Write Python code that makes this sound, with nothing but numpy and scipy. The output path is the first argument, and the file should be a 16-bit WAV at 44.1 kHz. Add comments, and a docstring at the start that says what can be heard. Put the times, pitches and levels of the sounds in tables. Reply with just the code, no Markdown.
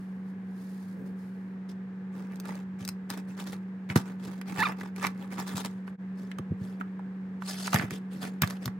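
"""Clearing a desk

In a quiet room with a steady fan hum, a sleeve rustles. A pencil and a highlighter click into a
leatherette case, which is set down, squeaks and is dragged off. A book is closed and lifted; a spiral
notebook slides, flops shut and is turned over. Rubbing is many tiny catches, a squeak is quick
sticking and slipping, and knocks make the desk top, the pens and the wire spiral ring."""
import sys
import numpy as np
from scipy import signal
from scipy.fft import rfft, irfft, next_fast_len
from scipy.io import wavfile
from scipy.ndimage import uniform_filter1d

SR = 44100
rng = np.random.default_rng(int(sys.argv[2]) if len(sys.argv) > 2 else 0)


def wav_out(sig):
    """Save sig, one row per channel (or a flat mono array), as 16-bit PCM at SR to the path in sys.argv[1]."""
    wavfile.write(sys.argv[1], SR, np.round(np.clip(np.atleast_2d(sig).T, -1, 1) * 32767).astype(np.int16))


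N = 387638
TIME = np.arange(N) / SR

# tone of soft material rubbing, for case and sleeve: (frequency [Hz], level [dB])
SOFT_RUB_TONE = [(300, -26.5), (560, -10), (720, 3), (1020, 3), (1350, 3), (1800, -0.5), (2600, -5.5),
                 (3300, -14.5), (6000, -67.5)]
# tone of a small, hard tick: (frequency [Hz], level [dB])
TICK_TONE = [(1200, -22), (2800, 0), (4000, 8), (5100, 4), (6000, 2), (7000, 0.5), (8300, -1.5),
             (11000, -1.5), (13800, -5.5), (16000, -10)]


def gain_of(db):
    """Turns decibels into a factor to multiply by."""
    return 10 ** (np.asarray(db) / 20)


def unit_rms(x):
    """Scales a signal to an average strength (rms) of 1."""
    return x / np.sqrt(np.mean(x ** 2) + 1e-20)


def look_up(points, hz):
    """Reads between the rows of a (frequency, value) table, on a log-frequency scale."""
    freqs, values = np.transpose(points)
    return np.interp(np.log(hz + 1), np.log(freqs + 1), values)


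def add(mix, start_s, sound):
    """Adds a sound into the mix at the given time."""
    part = mix[..., max(round(start_s * SR), 0):][..., :sound.shape[-1]]
    part += sound[..., :part.shape[-1]]


def panned(x, pan_db):
    """Makes the left side pan_db louder than the right."""
    return x * gain_of([[pan_db / 2], [-pan_db / 2]])


def stereo(left, other, likeness):
    """Blends two noises into left and right: likeness 1 is identical, 0 unrelated."""
    shared = np.clip(likeness, -1, 1)
    return np.array([left, shared * left + np.sqrt(1 - shared ** 2) * other])


def wander(hz, count=N):
    """A random wobble of strength 1, up to about the given rate."""
    size = next_fast_len(count)
    freqs = np.fft.rfftfreq(size, 1 / SR)
    spectrum = rfft(rng.standard_normal(size)) / (1 + (freqs / hz) ** 4)
    return unit_rms(irfft(spectrum, size)[:count])


def coloured(x, tone, size=2048):
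    """Gives a sound the tone in a table, with a filter that rings only after each hit."""
    log_gain = np.log(gain_of(look_up(tone, abs(np.fft.fftfreq(size, 1 / SR)))))
    kernel = np.fft.ifft(np.exp(np.conj(signal.hilbert(log_gain)))).real[:size // 2]
    return signal.oaconvolve(x, kernel[None] / np.linalg.norm(kernel), axes=1)[:, :N]


def room_air(above_500_hz_db=-61):
    """Air rushes softly, mostly in the low notes."""
    # tone of the air: (frequency [Hz], level [dB])
    tone = [(30, -34), (60, -22.5), (100, -3), (160, -0.5), (250, 0), (330, -7.5), (480, -5.5), (580, -17),
            (850, -14), (1400, -18), (1650, -13.5), (3100, -32.5), (6000, -43.5), (16000, -57)]
    # how alike the two sides are: (frequency [Hz], likeness [0-1])
    likeness = [(60, 1), (160, 0.98), (300, 1), (550, 0.71), (1650, 0.15), (5000, 0.17), (15000, 0.95)]
    hz = np.fft.rfftfreq(N, 1 / SR)
    noise = stereo(*rfft(rng.standard_normal((2, N))), look_up(likeness, hz))
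    spectrum = noise * gain_of(look_up(tone, hz))
    upper_strength = np.std(irfft(spectrum.mean(0) * (hz > 500), N))
    return gain_of(above_500_hz_db) * irfft(spectrum, N) / upper_strength


def fan_hum(hz=188.56, level_db=-40, octave_db=-66, waver_db=0.5, drift=0.002):
    """A fan hums one slightly wavering note with a faint octave above it."""
    phase = 2 * np.pi * np.cumsum(hz * (1 + drift * wander(5.2))) / SR
    hum = np.sqrt(2) * (gain_of(level_db) * np.sin(phase) + gain_of(octave_db) * np.sin(2 * phase))
    return panned(hum * gain_of(waver_db * wander(7.2)), -0.56)


def room_echoes(x, wet_db, t60, treble_t60):
    """Desk and walls scatter echoes; the treble dies first (t60: seconds to fade by 60 dB)."""
    size = SR // 2
    echoes = rng.choice([-1., 1.], (2, size)) * (rng.random((2, size)) < 3000 / SR)
    echoes[:, :SR // 400] = 0
    hz, t, bands = signal.stft(echoes, SR, nperseg=256)
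    decay_s = look_up([(500, t60), (10000, treble_t60)], hz)[:, None]
    tail = signal.istft(bands * gain_of(-60 * t / decay_s), SR, nperseg=256)[1]
    return gain_of(wet_db) * signal.fftconvolve(x, tail / np.linalg.norm(tail[0]), axes=1)[:, :N]


def near_echoes(x):
    """Very quick echoes make the sound slightly hollow."""
    # bounces off desk, books and laptop lid: (delay [s], left gain [factor], right gain [factor])
    bounces = [(.0007, -0.052, -0.11), (.0013, -0.13, -0.029), (.0023, 0.11, 0.029), (.0034, .3, .15),
               (.0056, -0.17, -0.19)]
    out = x.copy()
    for delay, *gains in bounces:
        add(out, delay, x * np.array(gains)[:, None])
    return out * np.std(x) / np.std(out)


def swell(start, length, rise_share=0.28, linger_db=-18, linger_s=0.065):
    """The pressure of one stroke rises and falls; then the material settles."""
    peak = start + length * rise_share
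    settling = gain_of(linger_db) * (TIME > peak) * np.exp(-abs(TIME - peak) / linger_s)
    return np.maximum(np.interp(TIME, [start, peak, start + length], [0, 1, 0]), settling)


def stroke_force(strokes):
    """How strongly separate strokes drive the desk's rumble, the rub and the hiss."""
    power = np.zeros((3, N))
    for start, length, rub_db, bright_db in strokes:
        rumble_db = -38.5 + 0.48 * (rub_db + 46)  # grows more slowly than the rub
        power += (gain_of([[rumble_db], [rub_db], [rub_db + bright_db]]) * swell(start, length)) ** 2
    return np.sqrt(power)


def slide_force(curve, layers_db, fade_s=0.018):
    """How strongly one unbroken movement drives rumble, rub and hiss."""
    times, db = np.transpose(curve)
    moving = np.clip(np.minimum(TIME - times[0], times[-1] - TIME) / fade_s + 1, 0, 1)
    return gain_of(layers_db)[:, None] * gain_of(np.interp(TIME, times, db)) * moving


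def grit(per_s, spread_db, smooth, snaps_per_s=70, snap_share=0.28):
    """Tiny catches of uneven size and a few crisp snaps over smooth sliding noise."""
    chance, draw = rng.random(N), rng.standard_normal(N)
    size = np.sign(draw) * gain_of(spread_db * np.minimum(draw ** 2, 4))
    catches = unit_rms(size * (chance < per_s / SR))
    snaps = unit_rms(size * (1 - chance < snaps_per_s / SR))
    return unit_rms(catches + snap_share * snaps / smooth + smooth * rng.standard_normal(N))


def friction(force, rub_tone, hiss_tone, per_s, spread_db, smooth, judder_db,
             rub_likeness, hiss_likeness, rub_pan_db, hiss_pan_db):
    """A moving surface shakes the desk (rumble), the material (rub) and its fibres (hiss)."""
    # tone of the rubbed desk: (frequency [Hz], level [dB])
    rumble_tone = [(40, -38.5), (70, -20), (110, -3), (160, 10), (290, -5.5), (420, -4), (560, -11.5),
                   (1200, -45)]
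    desk, body, fibres = force * gain_of(judder_db * (wander(120) - 2.51))  # uneven hand pressure
    grains = grit(per_s, spread_db, smooth), grit(per_s, spread_db, smooth)
    rumble = coloured(desk * stereo(*rng.standard_normal((2, N)), 0.95), rumble_tone)
    rub = coloured(panned(body * stereo(*grains, rub_likeness), rub_pan_db), rub_tone)
    hiss = coloured(panned(fibres * stereo(*grains, hiss_likeness), hiss_pan_db), hiss_tone)
    return rumble + rub + hiss


def sleeve_rustle():
    """Cloth shifts as the arm moves."""
    # the sleeve's movement: (time [s], level [dB])
    movement = [(0.0, -70.5), (0.24, -82.5), (0.288, -70), (0.356, -90), (0.618, -64), (0.934, -68.5),
                (1.02, -112), (1.064, -65.5), (1.14, -85), (1.194, -68.5), (1.528, -83.5), (1.6, -96)]
    # added to that level for each layer: (rumble [dB], rub [dB], hiss [dB])
    layers_db = (-4, -5.5, 1.5)
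    # tone of the cloth fibres: (frequency [Hz], level [dB])
    hiss_tone = [(2500, -9.5), (4300, 3.5), (6000, 0), (8000, -3), (10000, 0.5), (12000, -4), (14000, -3),
                 (16000, -9.5)]
    force = slide_force(movement, layers_db)
    force[0] += gain_of(-40.5) * swell(start=0.92, length=0.27)  # a dull, low shuffle
    return friction(force, SOFT_RUB_TONE, hiss_tone, per_s=8800, spread_db=1.5, smooth=1.5,
                    judder_db=1.5, rub_likeness=0.31, hiss_likeness=0.31, rub_pan_db=-5, hiss_pan_db=-.8)


def paper_rustle():
    """Pages and covers brush together, and the notebook slides over the desk."""
    # brushes of paper: (start [s], length [s], rub level [dB], hiss above rub [dB])
    strokes = [(1.683, 0.056, -58, 4), (2.785, 0.08, -45.5, -5), (5.86, .06, -56, -4.5),
               (6.14, 0.22, -61, 0), (6.57, .25, -54, -5), (6.797, 0.027, -38, -18),
               (7.725, 0.073, -24.5, -10), (7.765, 0.13, -34.5, -11), (7.895, 0.099, -41, -3),
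               (8.1, 0.15, -50, -2.5), (8.205, .1, -35.5, -6), (8.28, 0.14, -59.5, -6),
               (8.414, 0.043, -25.5, -8), (8.45, 0.15, -45.5, -5.5), (8.6, 0.11, -45.5, -6)]
    # the notebook's slide: (time [s], level [dB])
    slide = [(7.39, -91), (7.42, -56.5), (7.442, -59.5), (7.482, -38), (7.572, -47.5), (7.674, -39),
             (7.7, -49), (7.74, -42.5)]
    # added to that level for each layer: (rumble [dB], rub [dB], hiss [dB])
    layers_db = (-7.5, -0.5, 2.5)
    # tones of the sheets and of their fibres: (frequency [Hz], level [dB])
    rub_tone = [(300, -15.5), (520, -13), (720, 5), (880, -4), (1100, -3), (1450, -1), (2000, -4),
                (2800, -9.5), (3600, -19), (6000, -36.5)]
    hiss_tone = [(1800, -35), (3000, -1.5), (3800, 2.5), (4500, 5), (5600, 1), (7000, -1), (9000, -4),
                 (11000, -5.5), (13500, -10), (16000, -14.5)]
    force = stroke_force(strokes) + slide_force(slide, layers_db)
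    return friction(force, rub_tone, hiss_tone, per_s=3300, spread_db=1.5, smooth=1.4, judder_db=3,
                    rub_likeness=0.39, hiss_likeness=0.52, rub_pan_db=-2, hiss_pan_db=0.5)


def case_rub(force):
    """Leatherette rubs with fewer, coarser catches than paper."""
    # tone of the case's surface: (frequency [Hz], level [dB])
    hiss_tone = [(1800, -30), (3000, 7), (3650, 9.5), (4200, 8), (4900, 7.5), (6500, 6), (9500, 3),
                 (11000, 0), (12000, 0.5), (14000, -4.5), (16000, 0.5)]
    return friction(force, SOFT_RUB_TONE, hiss_tone, per_s=700, spread_db=3, smooth=0.82, judder_db=3,
                    rub_likeness=0.49, hiss_likeness=0.19, rub_pan_db=-3, hiss_pan_db=1.2)


def crinkled(x, patch_db=3):
    """As the material bends, different folds ring from moment to moment."""
    hz, _, bands = signal.stft(x, SR, nperseg=512)
    patches = uniform_filter1d(rng.standard_normal(bands.shape[1:]), size=11, axis=0)
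    patches = unit_rms(uniform_filter1d(patches, size=3, axis=1))
    depth_db = patch_db * np.minimum(hz / 1500, 1)[:, None]  # small folds mostly change the treble
    return signal.istft(bands * gain_of(depth_db * patches - depth_db / 3), SR, nperseg=512)[1][:, :N]


def case_rattle(hiss_force, per_s=28, boost_db=17, spread_db=3, pan_spread_db=3):
    """Pens and the zip pull tick at random while the case moves."""
    hits = rng.random(N) < per_s / SR
    size, side = rng.standard_normal((2, N))
    ticks = hiss_force * hits * gain_of(boost_db + spread_db * np.clip(size, -2, 2))
    return coloured(ticks * gain_of(pan_spread_db / 2 * np.array([side, -side])), TICK_TONE)


def case_squeaks(jitter=0.23, db_per_octave=-4, pan_db=-3.5):
    """Leatherette sticks and slips so fast that it makes a gliding note with overtones."""
    # one list for each squeak: (time [s], slip rate [Hz], level [dB], roughness [0-1])
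    squeaks = [
        [(4.59, 900, -37, 0.4), (4.6, 860, -31.5, 0.26), (4.621, 880, -27.5, 0), (4.63, 1050, -22.5, 0),
         (4.639, 1390, -24, 0.2), (4.649, 1375, -33.5, 0.12), (4.657, 1210, -21.5, 0.1),
         (4.665, 1200, -27.5, 0.16), (4.675, 790, -40, 0.7)],
        [(5.03, 730, -43, 0.4), (5.044, 1060, -33, 0.9), (5.05, 1070, -23, 0.45), (5.06, 990, -48.5, 0.7)],
    ]
    # tone of the case's wall: (frequency [Hz], level [dB])
    wall_tone = [(400, -25), (850, 0.5), (1250, -1.5), (1800, 9), (2700, -5.5), (3100, -19), (3650, -5),
                 (5500, -20), (9000, -41), (16000, -30)]
    out = np.zeros(N)
    for rows in squeaks:
        times, *columns = np.transpose(rows)
        t = np.arange(times[0], times[-1], 1 / SR)
        hz, db, rough = (np.interp(t, times, column) for column in columns)
        turns = np.cumsum(hz * (1 + jitter * rough * wander(590, len(t)))) / SR
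        slips = sum(gain_of(look_up(wall_tone, k * hz) + db_per_octave * np.log2(k))
                    * np.sin(2 * np.pi * k * turns) for k in range(1, 11))
        flutter = 1 + .5 * rough * wander(300, len(t))
        add(out, times[0], gain_of(db) * unit_rms(slips * flutter))
    return panned(out, pan_db)


def taps(rows, tick_trim_db=0, knock_t60=0.02, tick_t60=0.0094, scuff_db=-11, scuff_t60=0.01):
    """A brief scuff, a hit, then dying chatter: the object knocks and its edge ticks."""
    knocks, ticks = np.zeros((2, N)), np.zeros((2, N))
    t = np.arange(-400, 3600) / SR  # the hit is at t = 0
    scuff_rise = scuff_db + 60 * t / scuff_t60
    knock_fade, tick_fade = (np.where(t < 0, scuff_rise, -60 * t / t60) for t60 in (knock_t60, tick_t60))
    for time, knock_db, hz, tick_db in rows:
        chatter = np.where(t == 0, 2, stereo(*rng.standard_normal((2, len(t))), likeness=0.41))
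        purity = 0.54 * 2 ** ((knock_db - tick_db) / 16)  # the weaker the tick, the purer the knock
        width = 1 + .5 / purity
        b, a = signal.butter(1, [hz / width, min(hz * width, SR / 3)], "band", fs=SR)
        ring = signal.lfilter(b, a, signal.lfilter(b, a, t == t[0]))
        ring /= np.linalg.norm(ring)
        knock = signal.fftconvolve(chatter * gain_of(knock_fade), ring[None], axes=1)
        add(knocks, time + t[0], knock * gain_of(knock_db))
        add(ticks, time + t[0], chatter * gain_of(tick_db + tick_trim_db + tick_fade))
    return panned(knocks, -4.5) + panned(coloured(ticks, TICK_TONE), -0.5)


def ringing(hits, notes, ring_db, spread_db=3, detune=0.015):
    """Small hard things ring; each hit lands differently and brings out different notes."""
    out, t = np.zeros((2, N)), np.arange(SR // 12) / SR
    for time, hit_db in hits:
        for hz, db, t60 in notes:
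            strength, tuning = rng.standard_normal(2)
            turns = hz * (1 + detune * tuning) * t + 0.32 * rng.random((2, 1))
            fade = gain_of(hit_db + ring_db + db + spread_db * strength - 60 * t / t60)
            add(out, time, np.sin(2 * np.pi * turns) * fade)
    return out


def pen_clicks(knock_db=-8.5, knock_hz=1640, pan_db=2):
    """Pencil and highlighter hit other pens, and the barrels ring."""
    # pen against pen: (time [s], level [dB])
    clicks = [(2.3586, -48), (2.4005, -37), (2.851, -34.5), (2.8778, -30.5), (2.889, -28.5), (3.1023, -28)]
    # notes of the barrels: (frequency [Hz], level [dB], time to fade 60 dB [s])
    notes = [(2610, -9, 0.013), (3800, -37, 0.0073), (4940, -2.5, 0.012), (6120, -8.5, 0.011),
             (8350, -5, .018), (12100, -9.5, 0.0083), (14300, -3, .015)]
    contacts = taps([(time, db + knock_db, knock_hz, db) for time, db in clicks], tick_trim_db=-1.5)
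    return panned(contacts + ringing(clicks, notes, ring_db=-5.5), pan_db)


def spiral_ring():
    """The notebook lands on its wire spiral, and the loops ring."""
    # landings: (time [s], level [dB])
    hits = [(7.7437, -29), (7.7599, -31), (8.4202, -22.5), (8.6577, -36)]
    # notes of the loops: (frequency [Hz], level [dB], time to fade 60 dB [s])
    notes = [(8700, -10.5, 0.012), (11700, -2, 0.011), (12900, -8, 0.0095), (13660, 1, 0.014),
             (14280, -1.5, 0.02)]
    return ringing(hits, notes, ring_db=-3.5)


def object_taps():
    """Covers, zip pull and spiral tap as things are moved."""
    # contacts: (time [s], knock level [dB], knock pitch [Hz], tick level [dB])
    contacts = [(2.455, -37.5, 788, -43), (2.49, -36.5, 699, -49.5), (2.5541, -43, 791, -42.5),
                (3.176, -43.5, 1100, -41), (3.9, -30.5, 2140, -54.5), (3.9584, -18.5, 1190, -24.5),
                (3.963, -22.5, 810, -22.5), (4.414, -37.5, 1780, -40), (4.5609, -35, 1150, -50),
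                (4.8115, -34.5, 1570, -46), (4.9621, -40.5, 1770, -41), (5.0282, -30.5, 1320, -33),
                (5.0686, -24.5, 1720, -26), (5.5659, -45.5, 1400, -43), (5.649, -36.5, 1110, -32.5),
                (5.8787, -41, 1360, -58), (6.3155, -37, 1990, -49.5), (6.386, -34, 1190, -40),
                (6.811, -30, 1306, -62), (6.9936, -39.5, 910, -64), (7.4214, -34, 1160, -54),
                (7.678, -28, 1220, -38.5), (7.7318, -21.5, 846, -28), (7.7437, -17.5, 874, -20),
                (7.7599, -20, 1722, -37), (7.7864, -33, 1710, -32.5), (7.7964, -25, 1650, -50),
                (7.8161, -37, 1370, -57), (7.9078, -33.5, 1710, -33.5), (8.4202, -19.5, 1930, -19),
                (8.4344, -20.5, 1530, -36), (8.4751, -39, 800, -35), (8.5008, -40.5, 1050, -37),
                (8.5073, -37, 1320, -32.5), (8.6577, -38, 1080, -29.5), (8.6785, -33.5, 1040, -41)]
    return taps(contacts)


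def desk_thuds(low_cut_hz=97):
    """A soft blow rings the desk top; the longer the contact, the duller the thud."""
    # blows on the desk: (time [s], peak level [dB], contact time [s])
    blows = [(2.811, -38.5, 0.0074), (2.886, -37.5, .005), (3.901, -25.5, 0.0037), (3.9597, -10, 0.002),
             (4.582, -30.5, 0.0066), (5.545, -29.5, 0.004), (6.395, -27, 0.0018), (6.507, -25.5, 0.0077),
             (6.519, -24, 0.0023), (6.614, -29.5, 0.0058), (7.7448, -16.5, 0.0046), (7.795, -28, 0.0037),
             (7.837, -25.5, 0.0027), (7.916, -30, 0.0014), (8.42, -23, .0045), (8.433, -21, 0.0073),
             (8.66, -28.5, 0.0061), (8.676, -26, 0.0046)]
    # notes of the desk top: (frequency [Hz], level [dB], time to fade 60 dB [s])
    notes = [(117, -9.5, 0.077), (162, -2, 0.065), (219.4, 2, 0.045), (335, 0.5, 0.026), (465, -14, 0.067),
             (720, -32, .04)]
    out, t = np.zeros(N), np.arange(SR // 4) / SR
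    ring = sum(gain_of(db - 60 * t / t60) * np.sin(2 * np.pi * hz * t) for hz, db, t60 in notes)
    # the desk top gives off little deep bass
    ring = signal.sosfilt(signal.butter(6, low_cut_hz, "high", fs=SR, output="sos"), ring)
    for time, db, contact_s in blows:
        push = np.sin(np.pi * np.minimum(t / contact_s, 1)) ** 2
        thud = signal.fftconvolve(ring, push)[:len(t)]
        add(out, time - contact_s / 2, gain_of(db) * thud / abs(thud).max())
    return out


def scene():
    """Things are handled on the desk, with their echoes, over the room's hum."""
    # the case is rubbed and dragged: (start [s], length [s], rub level [dB], hiss above rub [dB])
    case_strokes = [(2.11, 0.21, -48, -11), (2.27, 0.18, -51, -12), (2.41, 0.24, -43, -9.5),
                    (3.088, 0.09, -39, -4.5), (3.16, 0.068, -45, -6), (3.27, 0.096, -49.5, -4.5),
                    (3.365, 0.1, -40.5, -4), (3.45, 0.089, -44, -3.5), (3.513, 0.062, -39, -7),
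                    (3.888, 0.053, -32, -11.5), (3.955, 0.073, -35, -3.5), (4.04, 0.13, -45.5, -9),
                    (4.18, 0.26, -46, -7), (4.45, 0.16, -38, -9), (4.553, .13, -31, -6.5),
                    (4.655, 0.092, -29, -16.5), (4.76, 0.15, -41.5, -10), (4.95, 0.17, -40, -7),
                    (5.012, 0.087, -30.5, -7), (5.15, 0.17, -45.5, -12.5), (5.3, 0.078, -40.5, -5),
                    (5.368, 0.087, -32.5, -6.5), (5.448, 0.13, -39, -3), (5.55, 0.089, -33, -1),
                    (5.637, 0.042, -32, -4)]
    case_force = stroke_force(case_strokes)
    rubbing = crinkled(case_rub(case_force) + paper_rustle()) + sleeve_rustle()
    clicking = case_rattle(case_force[2]) + object_taps() + pen_clicks()
    handling = near_echoes(rubbing + clicking) + case_squeaks() + spiral_ring()
    thuds = desk_thuds()
    echoes = room_echoes(handling + 0.22 * thuds, wet_db=-13.5, t60=0.26, treble_t60=0.12)
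    return handling + thuds + echoes + fan_hum() + room_air()


def record(dry, top_hz=15950):
    """Two spaced microphones hear the desk; the level dips briefly and the highest treble is cut."""
    # how far the left side's wave runs ahead of the right's: (frequency [Hz], phase [radians])
    phase_lead = [(60, 0.32), (188, 0.12), (400, 0.096), (600, -0.98), (1120, 1), (2000, -1.13),
                  (4500, 0.38), (6500, 1), (8300, -0.58), (12000, 0.98), (16000, -.2)]
    # the dip, whose first and last levels hold before and after it: (time [s], level [dB])
    dip = [(5.935, 1.5), (5.955, -2.5), (5.972, -24), (5.99, -2.5), (6.01, 2)]
    shift = np.exp(.5j * look_up(phase_lead, np.fft.rfftfreq(N, 1 / SR)))
    pair = irfft(rfft(dry) * np.array([shift, shift.conj()]), N)
    dipped = pair * gain_of(np.interp(TIME, *np.transpose(dip)))
    low_pass = signal.firwin(511, top_hz, window=("kaiser", 9), fs=SR)
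    return signal.oaconvolve(dipped, low_pass[None], "same", axes=1)


dry = scene()
out = record(dry)
wav_out(out)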